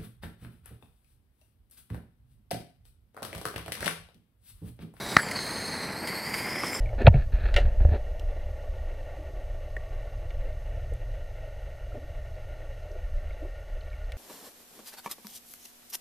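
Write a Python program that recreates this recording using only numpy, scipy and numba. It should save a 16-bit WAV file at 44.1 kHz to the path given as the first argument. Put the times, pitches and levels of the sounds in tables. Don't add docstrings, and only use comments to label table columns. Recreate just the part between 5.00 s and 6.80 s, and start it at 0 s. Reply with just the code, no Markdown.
import sys
import numpy as np
from scipy import signal
from scipy.fft import rfft, irfft
from scipy.io import wavfile
from numba import njit

SR = 44100
rng = np.random.default_rng(int(sys.argv[2]) if len(sys.argv) > 2 else 0)


def output_pcm(signal):
    pcm = np.clip(np.atleast_2d(signal).T, -1, 1) * 32767
    wavfile.write(sys.argv[1], SR, np.round(pcm).astype(np.int16))


N = 79380

# (frequency [Hz], level [dB])
SIDE_COLOUR = [(30, 31), (100, 9.5), (600, 21.5), (1300, 19), (2600, -54.5), (4500, -49), (8500, 26),
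               (12000, 18.5), (15800, -22)]
# (frequency [Hz], level [dB])
ROAR_COLOUR = [(20, 6), (40, -2.5), (65, -8), (90, -4.5), (130, -3), (210, 0.5), (310, -4.5), (450, -5),
               (700, -7), (950, -6.5), (1300, -10.5), (1700, -8), (2200, -9.5), (2600, -17), (3300, -28),
               (6000, -63)]
# (time [s], level [dB])
ROAR_LEVEL = [(0, -36.5), (.13, -35.5), (.3, -35.5), (.45, -36), (.65, -35), (.77, -35.5), (.95, -36.5),
              (1.2, -36), (1.45, -35), (1.66, -34.5), (1.8, -37.5)]
# (time [s], decay [s], splutter [dB], neck [dB], first resonance [dB], fizz [dB])
SPITS = [(0.119, 0.013, -35, -46, -52, -50), (0.23, 0.0017, -46, -31.5, -28, -53),
         (0.285, 0.0037, -40, -32, -32, -38), (0.311, 0.0072, -44, -32, -40, -33),
         (.358, 0.011, -42, -40, -32, -54), (0.389, 0.0021, -30, -31, -31, -42),
         (0.466, 0.0087, -33.5, -42, -37, -48), (0.741, 0.0029, -35, -33, -30.5, -51),
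         (0.751, 0.0057, -33, -53, -53, -62), (0.831, 0.022, -41, -59, -52, -48),
         (1.072, 0.028, -46, -33, -36.5, -38), (1.334, 0.022, -46, -32, -38, -44.5),
         (1.553, 0.005, -32, -35, -42, -53), (1.634, .013, -28.5, -36, -48, -47),
         (1.73, .006, -34.5, -30.5, -54, -41), (1.747, 0.01, -33, -45, -33, -42)]
# (frequency [Hz], level [dB])
SPLUTTER_COLOUR = [(40, -20), (150, -4), (400, -3), (700, 0), (1100, 1), (1600, -2), (2500, -15),
                   (6000, -30)]
# (time [s], level [dB])
FIZZ_LEVEL = [(0, -46), (.15, -40.5), (.22, -43), (.27, -45.5), (.42, -43.5), (.7, -47), (.9, -51.5),
              (1.03, -51.5), (1.1, -49), (1.28, -46.5), (1.38, -42.5), (1.57, -47), (1.66, -40.5),
              (1.74, -48.5), (1.8, -45)]
# (frequency [Hz], level [dB])
FIZZ_COLOUR = [(1000, -15), (2400, -9.5), (3200, 8.5), (3700, 6), (5200, 8), (5700, -11), (6800, 1),
               (7700, 1), (9500, 2), (11000, 1), (12200, -10), (13500, -5), (15800, -11.5)]
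# (time [s], frequency [Hz], level [dB])
NECK_NOTE = [(0, 1900, -82), (.38, 2050, -46), (.6, 1850, -48), (1.0, 2000, -50), (1.1, 2090, -45),
             (1.22, 2040, -43), (1.4, 2134, -40), (1.6, 2110, -38.5), (1.8, 2110, -45.5)]
# (time [s], first [Hz], second [Hz], third [Hz], fourth [Hz])
JAR_PITCHES = [(0, 3860, 5900, 7900, 11400), (.155, 3880, 5900, 7900, 10200),
               (.21, 4750, 6100, 7950, 10700), (.28, 4600, 6000, 7150, 11000),
               (.36, 4390, 6380, 8550, 10600), (.4, 4270, 6360, 8600, 10650),
               (.68, 4260, 6370, 8750, 10850), (.78, 4200, 6300, 8400, 10600),
               (.85, 4170, 6020, 8250, 11100), (.95, 4190, 6020, 8300, 11200),
               (1.07, 4620, 6900, 8700, 11800), (1.17, 4370, 6900, 8400, 11500),
               (1.3, 4720, 6900, 8950, 11400), (1.41, 4770, 6600, 8950, 10600),
               (1.55, 5130, 7300, 9250, 11150), (1.8, 5200, 7470, 9000, 11350)]
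# (time [s], level [dB])
FIRST_LEVEL = [(0, -45.5), (.09, -44.5), (.17, -42.5), (.22, -45), (.33, -49), (.37, -38), (.43, -40.5),
               (.72, -42.5), (.95, -47), (1.08, -43.5), (1.2, -44), (1.4, -44), (1.6, -43.5), (1.72, -41),
               (1.8, -44)]
# (time [s], second [dB], third [dB], fourth [dB])
UPPER_LEVELS = [(0, -55.5, -62, -55.5), (.16, -52, -53, -62), (.22, -69, -46.5, -37.5),
                (.275, -63, -51, -81), (.31, -55, -61, -59), (.4, -51, -50, -55), (.68, -52, -49.5, -54.5),
                (.85, -58, -54, -55.5), (1.02, -63, -52, -55), (1.17, -64, -53, -50.5),
                (1.42, -55, -51.5, -68), (1.62, -73, -68, -53), (1.69, -54, -52, -56),
                (1.75, -40.5, -46, -59), (1.8, -53, -61, -55)]
# (time [s], frequency [Hz], level [dB])
SIZZLE = [(0, 13000, -55), (.23, 13000, -58), (.29, 12500, -63), (.5, 12600, -57), (.75, 13000, -63),
          (1.0, 14000, -60), (1.15, 14000, -56), (1.27, 13400, -55), (1.38, 11800, -46.5),
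          (1.5, 13000, -53), (1.62, 13400, -65), (1.73, 13500, -48), (1.8, 13600, -61)]
# (frequency [Hz], gain [dB])
STEADY_NOTES = [(3170, 1), (3840, -25), (4290, -10), (4805, -5), (4985, -11.5), (5985, 6), (6353, -10),
                (7416, -7), (7795, 3), (8378, -5), (8900, -1), (9980, 3), (10450, -5)]
# (time [s], level [dB])
SNAPS = [(0.792, -33), (1.073, -26), (1.3423, -15), (1.347, -22), (1.6355, -22.5)]
# (frequency [Hz], level [dB])
SNAP_COLOUR = [(200, -7), (1000, -9), (2200, 4), (5000, -5), (8000, -8), (15000, -8)]
# (frequency [Hz], level [dB])
POP_NOTES = [(690, -14), (1260, -5), (1620, -13), (1920, -5), (2240, -15), (3200, -22.5), (3910, -20),
             (4400, -22), (4990, -22)]
# (time after the pop [s], level [dB])
ECHO_LEVEL = [(.003, -23), (.011, -23), (.014, -33), (.02, -26), (.027, -23), (.036, -27), (.045, -39),
              (.08, -58), (.2, -90)]
# (frequency [Hz], level [dB])
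ECHO_COLOUR = [(100, -32), (900, -29), (1350, -8), (1800, 1), (2050, -13), (2500, -30.5), (4500, -33),
               (9000, -42)]

BURSTS_PER_S, BURST_SPREAD_DB, BURST_POWER_SHARE = 2500, 2.5, 0.51
ROAR_FLICKER_DB, FIZZ_FLICKER_DB = 1.17, 1.02
SPIT_RISE_S = 0.00095
NOTCH_RATIO, NOTCH_DEPTH = 0.786, 0.58
UPPER_WIDTHS_HZ = (270, 450, 520)
SNAP_DECAY_S, SNAP_EDGE_S, SNAP_FIRST_DB, SNAP_EDGE_DB = 0.00064, 0.00035, -9, -6
POP_START_S, POP_ATTACK_S, POP_HOLD_S, POP_RELEASE_S = .166, .0007, .0038, .0003
PUSH_AFTER_S, PUSH_WIDTH_S = .0022, .0005
CRACK_DB, THUMP_DB = -18, -6
SIDE_DB, BALANCE_DB = -24.5, 0.04
LOW_CUT_HZ, TOP_HZ, CEILING = 60, 15800, 1.27


def undb(db):
    return 10 ** (np.asarray(db) / 20)


def unit(x):
    return x / np.sqrt(np.mean(x ** 2))


def curve(table, column=1, start=0):
    rows = np.array(table, float)
    return np.interp(np.arange(N) / SR - start, rows[:, 0], rows[:, column])


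def colour(x, points):
    hz, db = np.array(points, float).T
    gain = undb(np.interp(np.log(np.fft.rfftfreq(N, 1 / SR) + 1), np.log(hz), db))
    return irfft(rfft(x) * unit(gain), N)


@njit
def gliding_band(x, hz, width_hz):
    out, band, low = np.empty(len(x)), 0., 0.
    for i in range(len(x)):
        tuning = np.tan(np.pi * hz[i] / SR)
        damping = np.pi * width_hz / SR * (1 + tuning * tuning) / tuning
        swing = (band + tuning * (x[i] - low)) / (1 + tuning * (tuning + damping))
        band = 2 * swing - band
        low += 2 * tuning * swing
        out[i] = damping * swing
    return out


def band_pass(x, hz, width_hz):
    return gliding_band(x, hz * np.ones(N), float(width_hz))


def resonate(x, hz, width_hz):
    once = band_pass(x, hz, width_hz)
    return band_pass(once, hz, width_hz) * np.sqrt(2 * SR / (np.pi * width_hz))


def wander(per_s):
    steps = rng.standard_normal(1024)
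    return 1.1 * np.interp(np.arange(N) / SR * per_s, np.arange(len(steps)), steps)


def deck_scatter(jar):
    age = np.arange(SR // 10) / SR
    tail = rng.standard_normal(len(age)) * np.exp(-age / 0.0091)
    scattered = signal.fftconvolve(jar, tail / np.linalg.norm(tail))[:N]
    return undb(SIDE_DB) * colour(scattered, SIDE_COLOUR)


def bubbles():
    steam = rng.standard_normal(N)
    sizes = undb(BURST_SPREAD_DB * np.minimum(rng.exponential(size=N), 5))
    signs = rng.choice([-1, 1], N)
    bursts = unit(sizes * signs * (rng.random(N) < BURSTS_PER_S / SR))
    return np.sqrt(BURST_POWER_SHARE) * bursts + np.sqrt(1 - BURST_POWER_SHARE) * steam


def spitting(column):
    t, power = np.arange(N) / SR, np.zeros(N)
    for spit in SPITS:
        start, decay_s = spit[:2]
        age = np.maximum(t - start, 0)
        rise = np.minimum(age / SPIT_RISE_S, 1)
        fall = np.exp(-np.maximum(age - SPIT_RISE_S, 0) / decay_s)
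        power += (undb(spit[column]) * rise * fall) ** 2
    return np.sqrt(power) * rng.choice([-1, 1], N)


def flame():
    roar = bubbles() * undb(curve(ROAR_LEVEL) + ROAR_FLICKER_DB * wander(per_s=44.2))
    return colour(roar, ROAR_COLOUR) + colour(spitting(column=2), SPLUTTER_COLOUR)


def fizz():
    flicker = undb(FIZZ_FLICKER_DB * wander(per_s=57))

    def gas(db):
        return bubbles() * flicker * undb(db)

    first_hz, neck_hz = curve(JAR_PITCHES), curve(NECK_NOTE)
    out = colour(gas(curve(FIZZ_LEVEL)) + spitting(column=5), FIZZ_COLOUR)
    out -= NOTCH_DEPTH * band_pass(out, NOTCH_RATIO * first_hz, width_hz=1300)
    out += resonate(gas(curve(NECK_NOTE, column=2)) + spitting(column=3), neck_hz, width_hz=420)
    out += resonate(gas(curve(FIRST_LEVEL)) + spitting(column=4), first_hz, width_hz=400)
    out += resonate(gas(curve(FIRST_LEVEL) - 8), 1.04 * first_hz, width_hz=900)
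    out += resonate(gas(db=-55.5), hz=4920, width_hz=1100)
    for column, width_hz in enumerate(UPPER_WIDTHS_HZ, start=1):
        out += resonate(gas(curve(UPPER_LEVELS, column)), curve(JAR_PITCHES, column + 1), width_hz)
    out += resonate(gas(curve(SIZZLE, column=2)), curve(SIZZLE), width_hz=2900)
    return out + sum(undb(db) * band_pass(out, hz, width_hz=30) for hz, db in STEADY_NOTES)


def snaps():
    t, out = np.arange(N) / SR, np.zeros(N)
    first_hz, neck_hz = curve(JAR_PITCHES), curve(NECK_NOTE)
    edge = colour(rng.choice([-1, 1], N), SNAP_COLOUR)
    for start, db in SNAPS:
        age = np.maximum(t - start, 0)
        ring = np.sin(2 * np.pi * neck_hz * age)
        ring += undb(SNAP_FIRST_DB) * np.sin(2 * np.pi * first_hz * age)
        crack = undb(SNAP_EDGE_DB) * edge * (age > 0) * np.exp(-age / SNAP_EDGE_S)
        out += undb(db) * (ring * np.exp(-age / SNAP_DECAY_S) + crack)
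    return out


def fence_echo(age):
    loudness = (age > POP_HOLD_S) * undb(curve(ECHO_LEVEL, start=POP_START_S))
    return colour(rng.standard_normal(N) * loudness, ECHO_COLOUR)


def pop():
    age = np.maximum(np.arange(N) / SR - POP_START_S, 0)
    rise = np.minimum(age / POP_ATTACK_S, 1)
    burn = rise * np.exp(-np.maximum(age - POP_HOLD_S, 0) / POP_RELEASE_S)
    ring = sum(undb(db) * np.sin(2 * np.pi * hz * age) for hz, db in POP_NOTES)
    blast = rng.standard_normal(N) * burn
    crack = undb(CRACK_DB) * colour(blast, [(300, 12.5), (4500, -25), (7000, -9), (15000, -26)])
    push = np.exp(-((age - PUSH_AFTER_S) / PUSH_WIDTH_S) ** 2)
    thump = undb(THUMP_DB) * band_pass(push, hz=165, width_hz=230)
    return burn * ring + crack + thump + fence_echo(age)


def scene():
    jar = fizz() + flame() + snaps() + pop()
    side = deck_scatter(jar)
    return np.array([(jar + side) * undb(BALANCE_DB), jar - side])


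def record(dry):
    thin = signal.sosfilt(signal.butter(2, LOW_CUT_HZ, "high", fs=SR, output="sos"), dry)
    squashed = thin / (1 + (thin / CEILING) ** 6) ** (1 / 6)
    centred = signal.sosfilt(signal.butter(2, 35, "high", fs=SR, output="sos"), squashed)
    return signal.sosfilt(signal.ellip(10, .1, 80, TOP_HZ, fs=SR, output="sos"), centred)


dry = scene()
out = record(dry)
output_pcm(out)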